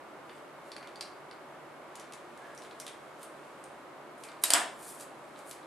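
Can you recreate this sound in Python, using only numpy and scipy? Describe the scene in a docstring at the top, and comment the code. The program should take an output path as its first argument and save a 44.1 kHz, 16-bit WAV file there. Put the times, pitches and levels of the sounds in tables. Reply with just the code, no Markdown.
"""Gloved hands work on small plastic supplies at a table; ventilation and a faint hum run throughout.
First the parts tick by stick-slip friction as they are twisted, and a small hollow part rings with them.
From about 2 s the fingers damp that ringing, while the ticks, glove rubs and faint squeaks go on.
Near 4.5 s a plastic piece snaps loudly three times, and the bare room reverberates, as after each click.
More glove strokes and a few light ticks follow."""
import sys
import numpy as np
from scipy import signal
from scipy.fft import rfft, irfft
from scipy.io import wavfile
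from scipy.ndimage import uniform_filter1d

SR = 44100
rng = np.random.default_rng(int(sys.argv[2]) if len(sys.argv) > 2 else 0)


def file_out(sig):
    """Save sig as 16-bit WAV at sys.argv[1]."""
    # one column per channel
    cols = np.atleast_2d(sig).T
    # limit, then scale
    lim = np.clip(cols, -1, 1)
    pcm = np.round(lim * 32767).astype(np.int16)
    wavfile.write(sys.argv[1], SR, pcm)


N = 249606

# Snaps: t/s, level/dB, relative level/dB of the body heard directly and of the body sent into the room,
# then f/Hz, height/dB for each of three resonances that move with the grip
SNAP_EVENTS = [(4.4382, -13, -12, -15, 3830, 14.4, 8750, 9.8, 11600, 18.2),
               (4.5041, -14.5, -9.5, -5.5, 3100, 3.5, 4590, 11, 9400, 11.5),
               (4.5356, -9, -13.5, -2.5, 3300, 12.4, 5080, 8.1, 7800, 9.6)]
# Spectra of the sharp crack and of the dull body: f/Hz, level/dB
CRACK_SPECTRUM = [(200, -31), (600, -9.5), (1300, -11.5), (2000, -9.5), (3300, -6), (4800, -0.5),
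                  (6100, -5), (7300, 0), (8400, 2), (10000, -1.5), (12500, -10.5), (14000, -14),
                  (15500, -52.5)]
BODY_SPECTRUM = [(100, -33), (290, -6.5), (460, -14.5), (700, -0.5), (900, -4), (1300, -2.5), (1800, 0.5),
                 (2400, -8), (3200, -1), (4400, -6.5), (8000, -27), (15000, -40)]
# Resonances of the body: f/Hz, width/Hz, height/dB
BODY_RESONANCES = [(288, 36, 5.1), (678, 170, 6.2), (978, 56, 9.8), (1220, 80, 4.5)]


def snaps(quality_factor=14, crack_s=0.00122, body_s=0.0027, ring_share=0.31):
    """Directivity: a crack beams its resonances forward; its broad sound and body spread into the room."""
    forward, spread, t = np.zeros(N), np.zeros(N), np.arange(4096) / SR
    impulse = 1. * (t == 0)
    for onset, db, body_db, room_body_db, *resonances in SNAP_EVENTS:
        peaks = [(hz, hz / quality_factor, height) for hz, height in np.reshape(resonances, (-1, 2))]
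        crack = unit_click(coloured(slips(t, crack_s), CRACK_SPECTRUM, peaks=peaks))
        body = unit_click(coloured(slips(t, body_s), BODY_SPECTRUM, peaks=BODY_RESONANCES))
        add(forward, onset, gain_of(db) * (crack + gain_of(body_db) * body))
        low_peaks = [(hz, width, ring_share * height) for hz, width, height in peaks]
        broad = unit_click(coloured(impulse, CRACK_SPECTRUM, peaks=low_peaks))
        thump = unit_click(coloured(impulse, BODY_SPECTRUM, peaks=BODY_RESONANCES))
        add(spread, onset, gain_of(db) * (gain_of(-1.5) * broad + gain_of(room_body_db) * thump))
    return forward, spread


# Contacts of the parts: t/s, level/dB, tilt/(dB/octave), then the ping's f/Hz, height/dB, width/Hz
CONTACTS = [(0.295, -43.5, -12, 3330, 6, 1000), (0.38, -56, -6, 4700, 11, 800),
            (0.718, -42, -3.5, 3370, 11, 350), (0.765, -39.5, -6.5, 10300, 4, 900),
            (0.828, -43.5, -10.5, 4300, 3, 800), (0.873, -45, -4.5, 3390, 6, 800),
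            (0.9577, -45, -3, 4580, 14, 350), (1.0094, -31.5, -1.5, 4380, 9.5, 1000),
            (1.3117, -44, -11, 4400, 4, 900), (1.955, -40.5, 1.5, 6900, 6, 900),
            (1.9975, -42, 1.5, 5970, 7, 900), (2.1228, -43, -1.5, 6900, -7, 600),
            (2.135, -41, 0, 7060, 5, 900), (2.375, -53, 1, 8000, 0, 900), (2.549, -50, 4, 8700, 7, 2500),
            (2.577, -42.5, 2.5, 5800, 16, 1300), (2.62, -45, -3, 6000, 1, 900),
            (2.649, -49, -7, 3500, 11, 1200), (2.71, -44.5, -8, 4160, 9, 1200),
            (2.7999, -34.5, 5, 5660, 9, 900), (2.8658, -36, 3, 3420, 13, 1100),
            (2.879, -37, -4, 8800, 7, 1400), (3.2308, -41, 13, 8700, 6, 900),
            (3.640, -44, 2, 8700, 12, 1200), (4.179, -57, 9, 9500, 16, 1200), (4.237, -39, 0, 8950, 4, 920),
            (4.287, -43.5, -8, 4570, 8, 900), (4.317, -47.5, -6, 8200, 9, 700),
            (4.4362, -33, 2, 8550, 5.5, 600), (5.36, -50.5, -8, 4030, 10, 900),
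            (5.39, -49.5, 2, 8500, 5, 1500), (5.5114, -36.5, 2.5, 8400, -1, 600),
            (5.63, -55, -7, 3900, 17, 900)]
# Spectrum of a contact: f/Hz, level/dB
CONTACT_SPECTRUM = [(200, -25.5), (1200, -9.5), (2300, -4), (3300, -3.5), (4200, -3.5), (5600, -5),
                    (7200, -5.5), (8800, -3.5), (10300, -4.5), (12000, -14.5), (13500, -20), (15500, -45)]
# Modes of the hollow part: f/Hz, level/dB, T60/s
HOLLOW_MODES = [(3480, 2, 0.02), (4174, 6.5, 0.022), (4620, 8.5, 0.022), (5500, 2, 0.016),
                (8490, -11, 0.059), (10100, -5, 0.025)]
# Its ringing as the fingers loosen, then close round it: t/s, level/dB relative to the contact
RING_LEVELS = [(0.3, -10), (0.72, 4.5), (0.77, -1), (0.85, -11), (0.96, 3), (1.01, 3.5), (1.3, 1),
               (1.95, -26)]


def ticks(after_slip_db=-10, coupling=0.6, usual_scrape_s=0.0018, usual_db=-41, halving_db=11):
    """Impulse excitation: a contact scrapes, pings and rings the hollow part, most in modes near the ping."""
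    cracks, rings, t = np.zeros(N), np.zeros(N), np.arange(4096) / SR
    for onset, db, tilt, ping_hz, ping_db, width_hz in CONTACTS:
        scrape_s = usual_scrape_s * 0.5 ** (max(db - usual_db, 0) / halving_db)  # harder is shorter
        scrape = unit_click(slips(t, scrape_s)) + gain_of(after_slip_db) * after_slips(t)
        ping = [(ping_hz, width_hz, ping_db)]
        add(cracks, onset, gain_of(db) * unit_click(coloured(scrape, CONTACT_SPECTRUM, tilt, ping)))
        modes = [(hz, level + coupling * peaks_db(ping, hz), t60) for hz, level, t60 in HOLLOW_MODES]
        ring_db = np.interp(onset, *np.transpose(RING_LEVELS))
        add(rings, onset, gain_of(db + ring_db) * ring(modes, t))
    return cracks, rings


def slips(t, decay_s, passes=6):
    """Stick-slip friction: a quickly dying burst of micro-slips with a flat spectrum."""
    fade = np.exp(-t / decay_s)
    burst = rng.choice([-1., 1.], len(t)) * fade
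    for _ in range(passes):
        flattened = irfft(np.exp(1j * np.angle(rfft(burst))), len(t))
        burst = flattened * np.minimum(10 * fade, 1)  # confine it in time again
    return burst


def after_slips(t, per_s=900, fade_s=0.013):
    """Relaxation: a few tiny slips follow as the grip settles."""
    sparse = rng.standard_normal(len(t)) * (rng.random(len(t)) < per_s / SR)
    return unit_click(sparse * np.exp(-t / fade_s) + 1e-9 * (t == 0))


def ring(modes, t):
    """Modal superposition: damped sines of a struck object, neighbouring modes in antiphase."""
    swings = (gain_of(db - 60 * t / t60) * np.sin(2 * np.pi * hz * t + np.pi * k)
              for k, (hz, db, t60) in enumerate(modes))
    return unit_click(sum(swings))


# Spells in which the fingers work the parts round: start t/s, end t/s
BRUSHING_SPELLS = [(0.56, 0.86), (2.45, 3.85), (4.152, 6.9)]
# Glove strokes: peak t/s, level/dB, rise/s, tilt/(dB/octave)
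STROKES = [(0.35, -71.5, 0.067, 2), (0.68, -69, 0.024, 3), (2.01, -61, 0.06, -8), (2.43, -69.5, 0.18, -4),
           (2.63, -65.5, 0.057, -1), (2.814, -57, 0.014, -3), (2.881, -62, .014, -9),
           (3.234, -57, 0.023, 1), (4.25, -63.5, 0.039, 7), (4.428, -51.5, 0.0062, 6),
           (4.887, -51, 0.065, 7.5), (5.012, -49, 0.019, 5), (5.40, -65, 0.035, -1),
           (5.5, -56.5, 0.029, 8.5)]


def gloves(brush_db=-73, ease_s=0.098, fall_per_rise=0.74):
    """Sliding friction: light brushing while the fingers work, and strokes that swell and fade."""
    clock, t = np.arange(N) / SR, np.arange(-SR // 4, SR // 4) / SR
    busy = sum(np.clip(np.minimum(clock - start, end - clock) / ease_s, 0, 1)
               for start, end in BRUSHING_SPELLS)
    out = gain_of(brush_db) * busy * rubber(N, tilt=-1)
    for peak_s, db, rise_s, tilt in STROKES:
        width_s = np.where(t < 0, rise_s, fall_per_rise * rise_s)
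        swell = np.exp(-0.5 * (t / width_s) ** 2)
        add(out, peak_s + t[0], gain_of(db) * swell * rubber(len(t), tilt))
    return out


# Spectrum of rubber on plastic: f/Hz, level/dB
RUBBER_SPECTRUM = [(100, -46), (500, -13), (2000, -2), (4000, -2), (6000, -5.5), (8000, -0.5), (9500, -1),
                   (11500, -8), (13500, -16.5), (15000, -25), (15800, -35)]


def rubber(size, tilt, slips_per_s=5000, spread_db=4.0):
    """Shot noise: rubber sliding on plastic makes a dense spray of tiny slips, here at rms 1."""
    strengths = gain_of(spread_db * np.minimum(rng.exponential(1, size), 4))
    spray = rng.standard_normal(size) * strengths * (rng.random(size) < slips_per_s / SR)
    return evened(coloured(spray, RUBBER_SPECTRUM, tilt))


# A glove dragging on plastic: peak t/s, level/dB, half length/s, f/Hz, width/Hz
DRAGS = [(0.84, -64.5, .04, 2150, 300), (2.465, -58.5, 0.051, 1680, 160), (4.259, -64, 0.026, 2340, 201)]


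def squeaks(slips_per_s=400):
    """Forced resonance: uneven slips drive one mode into a faint, hoarse squeak."""
    out, t = np.zeros(N), np.arange(-SR // 4, SR // 4) / SR
    for peak_s, db, half_s, hz, width_hz in DRAGS:
        drag = rng.choice([-1., 1.], len(t)) * (rng.random(len(t)) < slips_per_s / SR)
        tone = signal.lfilter(*signal.iirpeak(hz, hz / width_hz, SR), drag)
        swell = np.exp(-0.5 * (t / half_s) ** 2)
        add(out, peak_s + t[0], gain_of(db) * evened(tone) * swell)
    return out


# Reflections from table, instrument and walls: delay t/s, level/dB midway between the channels
REFLECTIONS = [(.0021, -8.5), (.0075, -15), (.0105, -16), (.0158, -14.5), (.0200, -22), (.0460, -25)]


def early_reflections(x, lean_db=4, scatter_s=0.0012):
    """Scattering: reflections arrive from alternate sides, each smeared by the clutter that it meets."""
    out, t = np.zeros((2, N)), np.arange(1024) / SR
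    for k, (delay_s, db) in enumerate(REFLECTIONS):
        smear = slips(t, scatter_s)
        echo = signal.oaconvolve(x, smear / np.linalg.norm(smear))
        add(out[k % 2], delay_s, gain_of(db + lean_db) * echo)
        add(out[1 - k % 2], delay_s, gain_of(db - lean_db) * echo)
    return out


# Reverberation time: f/Hz, T60/s
REVERB_TIMES = [(200, 0.55), (700, 0.49), (1500, 0.4), (3000, 0.41), (5000, 0.38), (9000, 0.32),
                (14000, 0.22)]
# Strength of the tail: f/Hz, level/dB relative to the sound that excites it
REVERB_SPECTRUM = [(200, 3.5), (800, 1), (2000, 3), (3500, 0), (5000, -1.5), (9000, -1), (14000, -4.5)]


def reverberation(x, coherence=0.75, bass_build_s=0.013, treble_build_s=0.00055):
    """Diffuse field: the treble arrives at once and dies first, the bass builds up and lingers."""
    hz, t, noise = signal.stft(rng.choice([-1., 1.], (2, SR)), SR, nperseg=256)
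    build_s = curve_at([(900, bass_build_s), (4000, treble_build_s)], hz)[:, None]
    t60 = curve_at(REVERB_TIMES, hz)[:, None]
    envelope = gain_of(-60 * t / t60) * (1 - np.exp(-t / build_s))
    envelope /= np.sqrt(SR * np.mean(envelope ** 2, axis=1, keepdims=True))  # equal energy per band
    band_gain = gain_of(curve_at(REVERB_SPECTRUM, hz))[:, None]
    tails = signal.istft(noise * envelope * band_gain, SR, nperseg=256)[1]
    return signal.fftconvolve(x[None], stereo_pair(*tails, coherence), axes=1)[:, :N]


def shifting_reverberation(x, paths=3, turns_per_s=9):
    """Multipath: clicks leave in different directions, modelled by a cyclic crossfade between tails."""
    turn = np.arange(N) / SR * turns_per_s
    shares = np.array([np.maximum(np.cos(2 * np.pi * (turn - k / paths)), 0) for k in range(paths)])
    shares /= np.linalg.norm(shares, axis=0)
    return sum(reverberation(x * share) for share in shares)


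# Spectral density of the air flow: f/Hz, relative level/dB
AIR_SPECTRUM = [(25, -38), (60, -19.5), (105, -19), (140, -9), (175, -11), (290, -7), (480, -7),
                (750, -2.5), (1190, -2.5), (2100, -13), (5700, -28.5), (9000, -29.5), (12500, -35),
                (15500, -57)]
# Likeness of left and right: f/Hz, coherence
AIR_COHERENCE = [(60, 0.32), (150, .68), (380, 0.82), (950, 0.77), (2400, 0.41), (6000, 0.073),
                 (13000, 0.94)]
# Duct resonances: f/Hz, width/Hz, height/dB
DUCT_RESONANCES = [(346, 154, 7.5), (578, 155, 6), (1125, 85, 0)]
# Fan tones: f/Hz, rms level/dB
FAN_TONES = [(146, -71), (2186, -72)]


def ventilation(air_db=-49, waver_hz=1.25):
    """Source and filter: steady flow noise passes duct resonances, beside two wavering fan tones."""
    hz = np.fft.rfftfreq(N, 1 / SR)
    shape_db = curve_at(AIR_SPECTRUM, hz) + peaks_db(DUCT_RESONANCES, hz)
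    noise = stereo_pair(*rfft(rng.standard_normal((2, N))), curve_at(AIR_COHERENCE, hz))
    out = gain_of(air_db) * evened(irfft(noise * gain_of(shape_db), N))
    for tone_hz, db in FAN_TONES:
        waver = evened(uniform_filter1d(rng.standard_normal(N), size=6000))
        phase = 2 * np.pi * np.cumsum(tone_hz + waver_hz * waver) / SR
        out += gain_of(db) * np.sqrt(2) * np.sin(phase)
    return out


def low_cut(x, corner_hz=190):
    """Microphone low cut: thins the bass of the clicks, rubs and their reverberation."""
    return signal.sosfilt(signal.butter(3, corner_hz, "highpass", fs=SR, output="sos"), x)


def coloured(x, spectrum, tilt=0, peaks=(), size=2048):
    """Minimum-phase filter: a spectrum, tilted in dB/octave above 1500 Hz, with resonances that ring."""
    hz = abs(np.fft.fftfreq(size, 1 / SR))
    shape_db = curve_at(spectrum, hz) + tilt * np.log2(np.maximum(hz, 1500)) + peaks_db(peaks, hz)
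    log_response = np.conj(signal.hilbert(np.log(gain_of(shape_db))))
    taps = np.fft.ifft(np.exp(log_response)).real
    return signal.fftconvolve(x, taps[:size // 2])[:len(x)]


def peaks_db(peaks, hz):
    """Resonance curves in dB, summed over rows of f/Hz, width/Hz, height/dB."""
    return sum(db / (1 + (2 * (hz - centre) / width) ** 2) for centre, width, db in peaks)


def curve_at(points, hz):
    """Interpolation on a log-frequency axis."""
    f, value = np.transpose(points)
    return np.interp(np.log(hz + 1), np.log(f + 1), value)


def stereo_pair(a, b, coherence):
    """Partial coherence: two channels from the sum and difference of unrelated signals."""
    mid, side = np.sqrt((1 + coherence) / 2) * a, np.sqrt((1 - coherence) / 2) * b
    return np.array([mid + side, mid - side])


def gain_of(db):
    """Amplitude ratio of a level in decibels."""
    return 10 ** (np.asarray(db) / 20)


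def evened(x):
    """Normalisation to rms 1."""
    return x / np.sqrt(np.mean(x ** 2) + 1e-20)


def unit_click(x):
    """Normalisation to the energy of one millisecond at rms 1."""
    return x * np.sqrt(SR / 1000 / np.sum(x ** 2))


def add(mix, onset_s, sound):
    """Superposition of a sound on the mix from its onset."""
    part = mix[max(round(onset_s * SR), 0):][:len(sound)]
    part += sound[:len(part)]


def scene(ring_room_db=-3):
    """Direct and reverberant fields: hands a little to the right and their room, over the ventilation."""
    air = ventilation() * gain_of([[-0.25], [0.25]])
    snaps_forward, snaps_spread = snaps()
    cracks, rings = ticks()
    friction = gloves() + squeaks() + cracks
    direct = friction + rings + snaps_forward
    tail = shifting_reverberation(friction + gain_of(ring_room_db) * rings + snaps_spread)
    near = low_cut(direct + early_reflections(direct)) * gain_of([[-0.6], [0.6]])
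    return air + near + low_cut(tail)


def record(dry, edge_hz=15700):
    """Band limiting: a steep low-pass removes the highest treble."""
    taps = signal.firwin(511, edge_hz, window=("kaiser", 9), fs=SR)
    return signal.oaconvolve(dry, taps[None], "same")


dry = scene()
out = record(dry)
file_out(out)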